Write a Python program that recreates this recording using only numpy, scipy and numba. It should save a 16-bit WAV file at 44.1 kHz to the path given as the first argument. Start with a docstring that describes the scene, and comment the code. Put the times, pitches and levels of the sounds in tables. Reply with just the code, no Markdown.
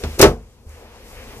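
"""A wooden cabinet door is worked by hand in a tiny trailer bathroom, over room rumble and hiss whose
level rises and falls. A light bump comes first, then the snap of the metal catch, then a loud clunk:
each knock is decaying noise plus damped panel and cupboard modes, each snap is bright decaying noise.
The close recorder overloads and its gain control ducks the background noise, which then swells back
as the door swings: a soft low nudge, then one thin tick of the hinge."""
import sys
import numpy as np
from scipy import signal
from scipy.fft import rfft, irfft
from scipy.io import wavfile
from scipy.ndimage import minimum_filter1d
from numba import njit

SR = 44100
rng = np.random.default_rng(int(sys.argv[2]) if len(sys.argv) > 2 else 0)


def generate_wav(signal):
    """Clip the signal to [-1, 1] and save it as 16-bit WAV at the path in sys.argv[1]."""
    frames = np.transpose(np.atleast_2d(signal))
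    scaled = np.clip(frames, -1, 1) * 32767
    pcm = np.round(scaled).astype(np.int16)
    wavfile.write(sys.argv[1], SR, pcm)


N = 61739

# Blows of wood on wood:
# (time [s], clatter level [dB], panel level [dB], cupboard level [dB], clatter corner frequency [Hz])
KNOCKS = [(0.036, -27.5, -30.5, -21.5, 5260), (.18, -50, -29.5, -75.5, 1218),
          (0.1941, -18.5, -23, -26, 3400), (.202, -9.5, -12, -19.5, 1750),
          (0.2258, 1.5, -10.5, -11.5, 6660), (.23, -7, 6, -15, 2023), (.24, -1, 1, -6.5, 2870),
          (0.2608, -19, -4.5, -11, 1200)]
# First, quickly damped flex of the panel: (frequency [Hz], relative level [dB], T60 [s])
FLEX_MODES = [(389, 4, 0.045)]
# Ringing modes of the door panel: (frequency [Hz], relative level [dB], T60 [s])
PANEL_MODES = [(203, -21, .3), (333.4, -6, 0.17), (356.6, -5, .16), (399.4, 2.5, 0.14), (446.2, -3.5, 0.29),
               (492.7, -8.5, 0.15), (618.3, -0.5, 0.099), (709.3, -17, 0.22), (887, -16, .19),
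               (1118, -16.5, .17), (1307, -11, 0.12), (1388, -29.5, 0.18), (1714, -21, 0.13),
               (2149, -19, .13)]
# Modes of the air and walls of the cupboard: (frequency [Hz], relative level [dB], T60 [s])
CUPBOARD_MODES = [(49, -1, .4), (75.26, 4, .4), (125.4, -3.5, 0.22), (149, -6.5, 0.23), (240.3, -6.5, .3)]
# Spectrum of the dense ring of wood and room: (frequency [Hz], relative density [dB per Hz])
WOOD_COLOUR = [(40, -8), (140, 2), (260, -2), (400, 1.5), (800, -4.5), (1600, -8.5), (3000, -10),
               (6000, -12), (13000, -26.5)]
# Decay of that dense ring: (frequency [Hz], T60 [s])
WOOD_T60 = [(60, 0.35), (300, 0.26), (1000, 0.22), (3000, 0.15), (12000, 0.19)]
# Snaps of the metal catch: (time [s], level [dB])
SNAPS = [(0.187, -32), (0.1906, -19), (0.1935, -12.5), (.2135, -1), (0.2173, -5.5), (0.2186, -2.5)]
# Spectrum of the catch: (frequency [Hz], relative density [dB per Hz])
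METAL_COLOUR = [(200, 1.5), (1000, -9.5), (2000, -6), (3300, -5.5), (5500, 1.5), (8000, -4), (12500, -6),
                (15000, -6.5)]
# Spectrum of the hinge tick: (frequency [Hz], relative density [dB per Hz])
TICK_HZ = 8200
TICK_COLOUR = [(TICK_HZ / 2, -25), (TICK_HZ * .75, 0), (TICK_HZ * 2, -8)]
# Spectrum of the room noise: (frequency [Hz], relative density [dB per Hz])
ROOM_COLOUR = [(15, -34), (25, 5), (76, 1), (131, -7), (162, -17.5), (222, -5.5), (305, -14.5), (490, -6.5),
               (589, -14), (997, -17.5), (1400, -21.5), (2440, -20.5), (3620, -25.5), (5660, -25.5),
               (13500, -32.5)]
# Recorder's changing level of the background noise:
# (time [s], change of the middle [dB], change of the treble [dB])
NOISE_LEVELS = [(0, 4.5, 7.5), (0.168, 6.5, 3.5), (.45, -3.5, -2.5), (.65, -7.5, -5.5), (0.701, 4, 0),
                (.95, 2.5, -2.5), (1.06, -2, 3.5), (1.23, 4.5, 2), (1.4, 1, 1.5)]
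# Power share common to both microphone ports: (frequency [Hz], share [0-1, negatives read as 0])
LIKENESS = [(100, .98), (400, 0.98), (1000, 0.8), (4000, 0.5451), (12000, -0.55)]
# Balance of the ports for noise: (frequency [Hz], left minus right [dB])
BALANCE = [(300, 2), (2000, 2), (5000, 0.5), (9000, 0), (13000, 9)]

WOOD_RISE_S, PANEL_RISE_S, BOOM_RISE_S = 0.00051, .004, 0.0042
CRACK_DB, CRACK_T60_S = 1, 0.042  # splintery start of the clatter
SNAP_RISE_S, SNAP_T60_S = 0.00023, 0.029
SNAP_ROOM_DB, SNAP_ROOM_RISE_S, SNAP_ROOM_T60_S = -12.5, 0.0089, 0.2
NUDGE_S, NUDGE_DB = .664, -28.5
TICK_S, TICK_DB, TICK_RISE_S, TICK_T60_S = .6935, -31, 0.00016, 0.0041
ROOM_DB, ROOM_WAVER_DB = -40, 2.5  # level before its changes; standard deviation of the waver
MIDDLE_HZ, TREBLE_HZ = 1900, 6500
RIGHT_LAG_S = .00011
AGC_THRESHOLD_DB, AGC_ATTACK_S, AGC_HOLD_S, AGC_RELEASE_DB_PER_S = -1.5, 0.053, 0.2, 11.5
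CLIP_DB, TOP_HZ = -.6, 14000


def undb(db):
    """Amplitude is ten to the power of level over twenty."""
    return 10 ** (np.asarray(db) / 20)


def at(table, hz):
    """Linear interpolation of a table over the logarithm of frequency."""
    table_hz, values = np.array(table, float).T
    return np.interp(np.log(np.maximum(hz, 1)), np.log(table_hz), values)


def since(start):
    """Elapsed time in seconds after an onset, zero before it."""
    return np.maximum(np.arange(N) / SR - start, 0)


def envelope(start, rise, t60):
    """Exponential damping: a quick rise, then a decay factor that falls 60 dB in each t60."""
    t = since(start)
    return (1 - np.exp(-t / rise)) * np.exp(-np.log(1000) * t / t60)


def bands(colour):
    """Partial coherence: coloured stereo noise, rms near 1 before balance, as (Hz, octave band) pairs."""
    f = np.arange(N // 2 + 1) * SR / N
    shared, left, right = rfft(rng.standard_normal((3, N)))
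    likeness = np.clip(at(LIKENESS, f), 0, 1)
    low_cut = f ** 2 / (f ** 2 + 20 ** 2)
    gain = undb(at(colour, f)) * low_cut * (f < TOP_HZ + 1000)
    gain_rms = np.sqrt(np.mean(gain ** 2))
    stereo = np.sqrt(likeness) * shared + np.sqrt(1 - likeness) * np.array([left, right])
    noise = stereo * gain / gain_rms
    noise = noise * undb(np.outer([.5, -.5], at(BALANCE, f)))
    centres = 30 * 2. ** np.arange(10)
    result = []
    for hz in centres:
        # Neighbouring bands crossfade, so that together they restore the whole noise
        weight = at(list(zip(centres, centres == hz)), f)
        result.append((hz, irfft(noise * weight, N)))
    return result


def ring(modes, start, rise):
    """Modal superposition: one blow excites a sum of damped sinusoids."""
    total = np.zeros(N)
    for hz, db, t60 in modes:
        oscillation = np.sin(2 * np.pi * hz * since(start))
        total += undb(db) * envelope(start, rise, t60) * oscillation
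    return total


def door():
    """Impact excitation: each knock yields dense wood clatter, panel flex and ring, and cupboard boom."""
    out = np.zeros((2, N))
    for start, clatter_db, panel_db, boom_db, corner_hz in KNOCKS:
        crack = undb(CRACK_DB) * envelope(start, WOOD_RISE_S, CRACK_T60_S)
        for hz, band in bands(WOOD_COLOUR):
            shape = crack + envelope(start, WOOD_RISE_S, at(WOOD_T60, hz))
            softening = np.hypot(1, hz / corner_hz)
            out += undb(clatter_db) * band * shape / softening
        flex = ring(FLEX_MODES, start, WOOD_RISE_S)
        panel = ring(PANEL_MODES, start, PANEL_RISE_S)
        out += undb(panel_db) * (flex + panel)
        out += undb(boom_db) * ring(CUPBOARD_MODES, start, BOOM_RISE_S)
    return out


def catch():
    """Impulsive radiation with reverberation: bright metal snaps, each with a tail from the close walls."""
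    out = np.zeros((2, N))
    for start, db in SNAPS:
        direct = envelope(start, SNAP_RISE_S, SNAP_T60_S)
        tail = undb(SNAP_ROOM_DB) * envelope(start, SNAP_ROOM_RISE_S, SNAP_ROOM_T60_S)
        metal = sum(band for hz, band in bands(METAL_COLOUR))
        out += undb(db) * (direct + tail) * metal
    return out


def swing():
    """Weak excitation: a nudge rings the two lowest cupboard modes; the hinge tick is a brief noise burst."""
    thin = sum(band for hz, band in bands(TICK_COLOUR))
    tick = envelope(TICK_S, TICK_RISE_S, TICK_T60_S) * thin
    nudge = ring(CUPBOARD_MODES[:2], NUDGE_S, BOOM_RISE_S)
    return undb(TICK_DB) * tick + undb(NUDGE_DB) * nudge


def room():
    """Modulated noise: the recorder's level shifts middle and treble separately, and every band wavers."""
    t, knots = np.arange(N) / SR, np.linspace(0, N / SR, 20)
    times, middle, treble = np.array(NOISE_LEVELS).T
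    out = np.zeros((2, N))
    for hz, band in bands(ROOM_COLOUR):
        middle_share = at([(MIDDLE_HZ / 10, 0), (MIDDLE_HZ, 1), (TREBLE_HZ, 0)], hz)
        treble_share = at([(MIDDLE_HZ, 0), (TREBLE_HZ, 1)], hz)
        level_change = np.interp(t, times, middle * middle_share + treble * treble_share)
        waver = ROOM_WAVER_DB * np.interp(t, knots, rng.standard_normal(len(knots)))
        out += band * undb(ROOM_DB + level_change + waver)
    return out


def scene():
    """Superposition and path delay: from a little to the left, sound reaches the right port later."""
    left, right = door() + catch() + swing() + room()
    samples = np.arange(N)
    lag = np.round(RIGHT_LAG_S * SR)
    return np.array([left, np.interp(samples - lag, samples, right)])


@njit
def duck(over, attack, release, hold):
    """Feed-forward compression: the cut in dB approaches the excess, holds, then falls at a steady rate."""
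    out, cut, wait = np.zeros(len(over)), 0., 0.
    for i in range(len(over)):
        if over[i] > cut:
            cut, wait = cut + (over[i] - cut) * attack, hold
        elif wait > 0:
            wait -= 1
        else:
            cut = max(cut - release, 0.)
        out[i] = cut
    return out


def record(dry):
    """Nonlinear recording: gain control too slow for the clunk, hard clipping, then a steep top cut."""
    loudest = np.abs(dry).max(axis=0)
    peak = -minimum_filter1d(-loudest, size=200)  # running maximum over 200 samples
    over = 20 * np.log10(peak + 1e-9) - AGC_THRESHOLD_DB
    cut = duck(over, 1 / (AGC_ATTACK_S * SR), AGC_RELEASE_DB_PER_S / SR, float(AGC_HOLD_S * SR))
    clipped = np.clip(dry * undb(-cut), -undb(CLIP_DB), undb(CLIP_DB))
    top_cut = signal.ellip(10, .1, 60, TOP_HZ, fs=SR, output="sos")
    return signal.sosfilt(top_cut, clipped)


dry = scene()
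out = record(dry)
generate_wav(out)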